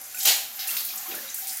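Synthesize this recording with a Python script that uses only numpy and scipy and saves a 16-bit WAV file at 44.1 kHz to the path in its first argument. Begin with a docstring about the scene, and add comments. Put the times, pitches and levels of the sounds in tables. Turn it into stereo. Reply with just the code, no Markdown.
"""A small tiled bathroom: shower water falls near a two-port phone. A fine spray patters throughout, built from
random clicks and hiss; water shed from hair, arm and hand lands in splats and one heavy slosh, both made of click
clusters. Air pockets ring as rising sines and a wet palm squelches over the face as filtered patter.
The hard walls ring on as decaying noise, unrelated at the two ports except in the bass; the shower corner hums
over a faint low rumble."""
import sys
import numpy as np
from scipy import signal
from scipy.fft import rfft, irfft, next_fast_len
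from scipy.io import wavfile
from scipy.ndimage import uniform_filter1d

SR = 44100
rng = np.random.default_rng(int(sys.argv[2]) if len(sys.argv) > 2 else 0)


def log_audio(samples):
    """Write samples as a 16-bit WAV file to the path given in sys.argv[1]."""
    # one column per channel
    frames = np.atleast_2d(samples).T
    # limit to full scale, then quantise
    limited = np.clip(frames, -1, 1)
    pcm = np.round(limited * 32767).astype(np.int16)
    wavfile.write(sys.argv[1], SR, pcm)


def elevation(decibels):
    """Turn decibel levels (scalar or array-like) into linear amplitude ratios."""
    levels = np.asarray(decibels, float)
    return 10 ** (levels / 20)


N = 70560  # length [samples]
T = np.arange(N) / SR  # [s]
SIZE = next_fast_len(2 * N)  # transform length, with space for the echoes
HZ = np.maximum(np.arange(SIZE // 2 + 1) * SR / SIZE, 1)

# spray strength ahead of the room, as the body moves under the jet: (time [s], level [dB])
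SPRAY_STRENGTH = [(0.0, -40.5), (.13, -39), (0.186, -30.5), (0.316, -55), (.54, -36.5), (.65, -34),
                  (.69, -27), (0.81, -35), (.95, -34.5), (1.158, -33), (1.354, -37), (1.46, -35),
                  (1.6, -40.5)]
# spray colour: (frequency [Hz], relative gain [dB])
SPRAY_COLOUR = [(180, -22), (300, -26.5), (450, -23), (638, -18), (793, -15.5), (1000, -17), (1550, -8),
                (3840, -11), (7130, -4), (8020, -11.5), (13300, -1), (15400, -7.5), (16500, -20)]
DROPS_PER_S, DROP_SPREAD_DB = 2500, 3.5
HISS_DB, FLICKER_DB = -12.5, 5  # hiss against the drops; spread of the flicker

# decay of the room: (frequency [Hz], time to fall 60 dB [s])
ROOM_DECAY = [(200, 0.46), (800, 0.56), (3000, 0.5), (7000, 0.38), (13000, 0.65)]
ROOM_BUILD_S, SHARED_BELOW_HZ = 0.0019, 695
EARLY_DB, EARLY_S = -9.5, 0.0021  # nearest tiles: level ahead of the build-up, decay time
NICHE_HZ, NICHE_WIDTH_HZ, NICHE_DB = 768.7, 21, -7  # air resonance of the shower corner
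MODE_HZ, MODE_WIDTH_HZ, MODE_DB = 234.5, 15, 7.5  # low standing wave between the walls

# hum of the corner, kept going by the falling stream: (time [s], level before the sway [dB])
HUM_STRENGTH = [(0.0, -60), (0.222, -59), (0.27, -36.5), (0.49, -71), (0.646, -45.5), (0.73, -70.5),
                (1.154, -51), (1.256, -63.5), (1.558, -55), (1.6, -61)]
HUM_WIDTH_HZ, HUM_SWAY_DB = 69, 4.5  # width of each of two filter passes

# rumble of building and pipes: (frequency [Hz], relative gain [dB])
RUMBLE_COLOUR = [(15, -46), (25, -16), (65, -5), (188, -14), (246, 0), (314, -10), (400, -13), (520, -43),
                 (880, -120)]
RUMBLE_DB = -66  # before its slow sway

# splats of shed water on the tiles, ahead of the direct and room paths:
# (time [s], level [dB], centre [Hz], width [share of centre], length [s])
TILE_SPLATS = [(0.015, -37.5, 11600, 0.17, 0.002), (.145, -39, 7430, 0.1, 0.0097),
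               (.146, -32.5, 12600, 0.33, 0.0085), (0.19, -31, 12000, 0.22, 0.0017),
               (.202, -29.5, 12000, 0.41, 0.0027), (.203, -29.5, 4560, 0.82, 0.021),
               (.22, -40, 4970, 2.3, 0.012), (0.21, -28, 7200, 0.17, 0.016),
               (0.231, -18.5, 12700, 4.2, .006), (.256, -18, 13160, 0.26, 0.0014),
               (0.559, -34, 12100, 0.12, 0.0027), (.573, -41, 11900, 0.28, .002),
               (.600, -37.5, 12900, .3, 0.0015), (0.593, -27.5, 4340, 0.63, 0.039),
               (0.674, -21, 12000, 1.55, 0.022), (0.705, -25, 6900, 3.9, 0.0056),
               (.768, -27.5, 4100, 1.5, 0.0016), (.776, -29.5, 4310, .35, 0.018),
               (0.772, -25.5, 12900, 0.26, 0.00099), (0.804, -25.5, 12000, 3, .004),
               (.850, -26.5, 13400, 0.68, 0.0033), (0.957, -30.5, 12150, 0.34, 0.0035),
               (0.976, -33, 7200, 0.36, 0.0048), (1.088, -33, 13300, 0.2, 0.0026),
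               (1.113, -35.5, 2800, 0.88, 0.0055), (1.15, -30.5, 11700, 0.66, 0.0024),
               (1.276, -48, 3780, 0.16, 0.011), (1.297, -32.5, 6460, 0.24, 0.021),
               (1.344, -26, 13100, 1.1, 0.002), (1.472, -24, 9650, 1.13, 0.056),
               (1.494, -35.5, 5100, 0.56, 0.005), (1.395, -32, 12300, 0.27, 0.0046),
               (1.530, -32.5, 12500, 0.99, .006), (1.570, -28.5, 12500, 0.97, 0.0026)]
SPLAT_GRAINS_PER_S, SPLAT_SPREAD_DB = 7000, 0.5
SPREAD_S = 0.0026  # longest time constant of a cluster's swell
FIRST_DROP_DB = -7  # energy of the leading drop against its cluster
SPLAT_DIRECT_DB = -3

# air pockets, ahead of the direct and room paths:
# (time [s], level [dB], starting pitch [Hz], time to fall 60 dB [s], swell [s])
AIR_POCKETS = [(.143, -39.5, 1453, 0.18, .002), (.146, -32.5, 2520, 0.014, 0.0012),
               (.172, -32.5, 2420, .02, 0.0015), (.689, -25, 2608, 0.037, 0.0025),
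               (.904, -32, 2340, 0.024, 0.0024), (1.051, -39, 1000, 0.038, 0.014),
               (1.078, -39, 1200, 0.044, 0.0033), (1.075, -40, 327, 0.06, 0.027),
               (1.121, -34.5, 397, 0.028, 0.0014), (1.123, -31.5, 2450, 0.032, 0.0022),
               (1.129, -33, 3540, .02, 0.0015), (1.142, -31.5, 1410, 0.027, 0.0016),
               (1.152, -36, 498, 0.037, 0.0034), (1.160, -38.5, 1560, 0.076, 0.007),
               (1.170, -35.5, 1668, 0.057, .002), (1.175, -40, 560, .04, .003),
               (1.186, -33, 1680, 0.018, 0.0018), (1.236, -46.5, 514, 0.15, 0.003),
               (1.257, -40.5, 1393, 0.037, .002), (1.278, -36.5, 3820, .03, 0.0015),
               (1.287, -34, 3730, 0.036, 0.0012), (1.385, -36, 1525, 0.027, 0.0015),
               (1.460, -43.5, 2170, 0.053, 0.0049)]
BUBBLE_RISE = 0.14  # glide strength: pitch climbs by twice this share
BUBBLE_DIRECT_DB, BUBBLE_ROOM_DB = -2, -7  # sends, also used for the squelch

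# lumps of water in the heavy slosh off the raised arm: (time [s], gain [dB], length [s])
SLOSH_LUMPS = [(0.2474, -11.5, 0.01), (0.268, -10, 0.0098), (0.285, -33, 0.0046)]
# slosh colour: (frequency [Hz], relative gain [dB])
SLOSH_TONE = [(88, -36), (150, -27), (299, -27), (409, -18.5), (669, -6), (767, -3.5), (880, -10),
              (1140, -12.5), (2920, 1), (3450, 0), (4300, 3), (5590, -1), (6810, 3.5), (8130, -4.5),
              (15000, -3), (16500, -42)]

# wet palm: centre time, half-width of the swell, level ahead of swell and sends, pitch region
SQUELCH_S, SQUELCH_LEN_S, SQUELCH_DB, SQUELCH_HZ = 1.151, 0.053, -44.5, 470

SPOTS = 4  # landing places, each with its own echoes
# colour difference of the ports: (frequency [Hz], left minus right [dB])
PORT_DIFFERENCE = [(60, 3), (110, 0), (200, 0.5), (380, 2), (700, -2.5), (1290, -6), (2380, -6.0),
                   (4400, -7), (8120, -5.5), (15000, -9.5)]
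TOP_HZ = 16050  # nothing passes above


def level(x, db):
    """Scale to an rms level."""
    return x * elevation(db) / np.sqrt(np.mean(x ** 2))


def on_hz(table):
    """Read (frequency [Hz], value) points on a log-frequency axis."""
    f, v = np.array(table, float).T
    return np.interp(np.log(HZ), np.log(f), v)


def shape(x, gain):
    """Apply a frequency response."""
    return irfft(rfft(x, SIZE) * gain, SIZE)[..., :N]


def band(hz, width_hz):
    """Causal resonance, gain 1 at the centre."""
    return 1 / (1 + 1j * (HZ / hz - hz / HZ) * hz / width_hz)


def octave(hz):
    """Soft bell about an octave wide, gain 1 at the centre."""
    return np.exp(-np.log2(HZ / hz) ** 2 * 2)


def patter(per_s, spread_db):
    """Random droplet clicks with a long tail of big ones; rms 1."""
    hit, size, sign = rng.random((3, N))
    clicks = (hit < per_s / SR) * elevation(-spread_db * np.log(size + 1e-9))
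    return level(clicks * np.sign(sign - .5), 0)


def walk(rate):
    """Slow random wander, spread near 1, with rate new values a second."""
    k = int(SR / rate)
    steps = np.repeat(rng.standard_normal(N // k + 1), k)
    return np.sqrt(1.5) * uniform_filter1d(steps, k)[:N]


def spray():
    """Fine drops and hiss; octave bands flicker on their own."""
    out = 0
    for hz in 250 * 2. ** np.arange(7):
        raw = patter(DROPS_PER_S, DROP_SPREAD_DB) + elevation(HISS_DB) * rng.standard_normal(N)
        out = out + shape(raw, octave(hz)) * elevation(FLICKER_DB * walk(14.19))
    t, db = np.array(SPRAY_STRENGTH).T
    coloured = level(shape(out, elevation(on_hz(SPRAY_COLOUR))), 0)
    return coloured * elevation(np.interp(T, t, db))


def room():
    """Responses to the two ports: a quick flutter off the nearest tiles, then a tail that decays band by band."""
    shared, own = rng.standard_normal(N), rng.standard_normal((2, N))
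    mix = 1 / (1 + (HZ / SHARED_BELOW_HZ) ** 4)
    noise = shape(shared, np.sqrt(mix)) + shape(own, np.sqrt(1 - mix))
    t60, tail = on_hz(ROOM_DECAY), 0
    for hz in 125 * 2. ** np.arange(8):
        t = t60[int(hz * SIZE / SR)]
        decay = np.exp(-np.log(1000) * T / t) / np.sqrt(t * SR / 10)
        tail = tail + shape(noise, octave(hz)) * decay
    tail = tail + elevation(EARLY_DB) * noise * np.exp(-T / EARLY_S) / np.sqrt(EARLY_S * SR / 2)
    tail = tail * (1 - np.exp(-T / ROOM_BUILD_S))
    niche = elevation(NICHE_DB) * band(NICHE_HZ, NICHE_WIDTH_HZ)
    mode = elevation(MODE_DB) * band(MODE_HZ, MODE_WIDTH_HZ)
    return rfft(tail, SIZE) * (1 + niche + mode)


def hum():
    """The air of the shower corner resonates: noise in a narrow band, swaying in level."""
    tone = level(shape(rng.standard_normal(N), band(NICHE_HZ, HUM_WIDTH_HZ) ** 2), 0)
    t, db = np.array(HUM_STRENGTH).T
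    return tone * elevation(np.interp(T, t, db) + HUM_SWAY_DB * walk(11.4))


def rumble():
    """Building and pipes: low noise, separate at each port, with one common sway in level."""
    low = shape(rng.standard_normal((2, N)), elevation(on_hz(RUMBLE_COLOUR)))
    return level(low, RUMBLE_DB) * elevation(3.0 * walk(8))


def burst(at_s, len_s):
    """Quick swell, then an exponential fall."""
    u = np.maximum(T - at_s, 0)
    return (1 - np.exp(-u / min(SPREAD_S, len_s))) * np.exp(-u / max(len_s, 1e-3))


def lump(grains, at_s, len_s, db):
    """A leading drop and a falling cluster of clicks behind it; set cluster energy (dB over 5 ms)."""
    cluster = grains * burst(at_s, len_s)
    cluster = cluster / np.sqrt(np.sum(cluster ** 2))
    first_drop = elevation(FIRST_DROP_DB) * (np.abs(T - at_s) * SR <= .5)
    return (cluster + first_drop) * elevation(db) * np.sqrt(SR / 200)


def splats(rows):
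    """Each splat is a short cluster of droplet clicks with its own colour."""
    grains = patter(SPLAT_GRAINS_PER_S, SPLAT_SPREAD_DB)
    out = 0
    for at_s, db, hz, width, len_s in rows:
        width_hz = width * hz
        splat = shape(lump(grains, at_s, len_s, db), band(hz, width_hz) ** 2)
        out = out + splat * np.sqrt(SR / width_hz)  # makes up for a narrow band
    return out


def bubbles(rows):
    """Air pockets swell and ring as damped sines that glide up in pitch."""
    out = 0
    for at_s, db, hz, t60, swell_s in rows:
        u = np.maximum(T - at_s, 0)
        decay = np.exp(-np.log(1000) * np.maximum(u - swell_s, 0) / t60)
        env = np.minimum(u / swell_s, 1) * decay
        glide = 1 + BUBBLE_RISE * np.minimum(u / (t60 + swell_s), 1)
        out = out + elevation(db) * env * np.sin(2 * np.pi * hz * u * glide)
    return out


def slosh():
    """Dense lumps of water hit the floor: clicks and noise in bursts, drawn afresh for every spot."""
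    grains = patter(SPLAT_GRAINS_PER_S, SPLAT_SPREAD_DB) + elevation(5.0) * rng.standard_normal(N)
    lumps = sum(elevation(db) * grains * burst(at_s, len_s) for at_s, db, len_s in SLOSH_LUMPS)
    colour = elevation(on_hz(SLOSH_TONE))
    return shape(lumps, colour / np.sqrt(np.mean(colour ** 2)))


def squelch():
    """Soft wet rub of the palm: low filtered patter under a smooth swell; one spot's share."""
    rub = level(shape(patter(750, 0.62), band(SQUELCH_HZ, 690) ** 2), SQUELCH_DB)
    return rub / np.sqrt(SPOTS) * np.exp(-((T - SQUELCH_S) / SQUELCH_LEN_S) ** 2)


def scene():
    """Water lands at several spots and rings through the room, over the corner hum and a faint low rumble."""
    wet, lead = 0, N // 10
    for k in range(SPOTS):
        fine, walls = spray() / np.sqrt(SPOTS), room()
        near = bubbles(AIR_POCKETS[k::SPOTS]) + squelch()
        hits = splats(TILE_SPLATS[k::SPOTS])
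        into_room = fine + hits + slosh() / np.sqrt(SPOTS) + elevation(BUBBLE_ROOM_DB) * near
        wet = wet + shape(into_room, walls)
        wet = wet + elevation(BUBBLE_DIRECT_DB) * near + elevation(SPLAT_DIRECT_DB) * hits
        # spray that fell just before the first moment still rings: the opening, reversed, stands in for it
        earlier = fine[lead:0:-1]
        wet = wet + irfft(rfft(earlier, SIZE) * walls, SIZE)[:, lead:lead + N]
    return wet + rumble() + hum()


def roll_off(x):
    """The treble ends steeply here."""
    return signal.sosfilt(signal.butter(12, 16900, fs=SR, output="sos"), x)


def record(dry):
    """The two ports differ in colour and the top is cut."""
    tilt_db = on_hz(PORT_DIFFERENCE) / 2
    port_gain = elevation(np.array([tilt_db, -tilt_db])) * (HZ < TOP_HZ)
    mix = shape(dry, port_gain)
    return roll_off(mix)


dry = scene()
out = record(dry)
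log_audio(out)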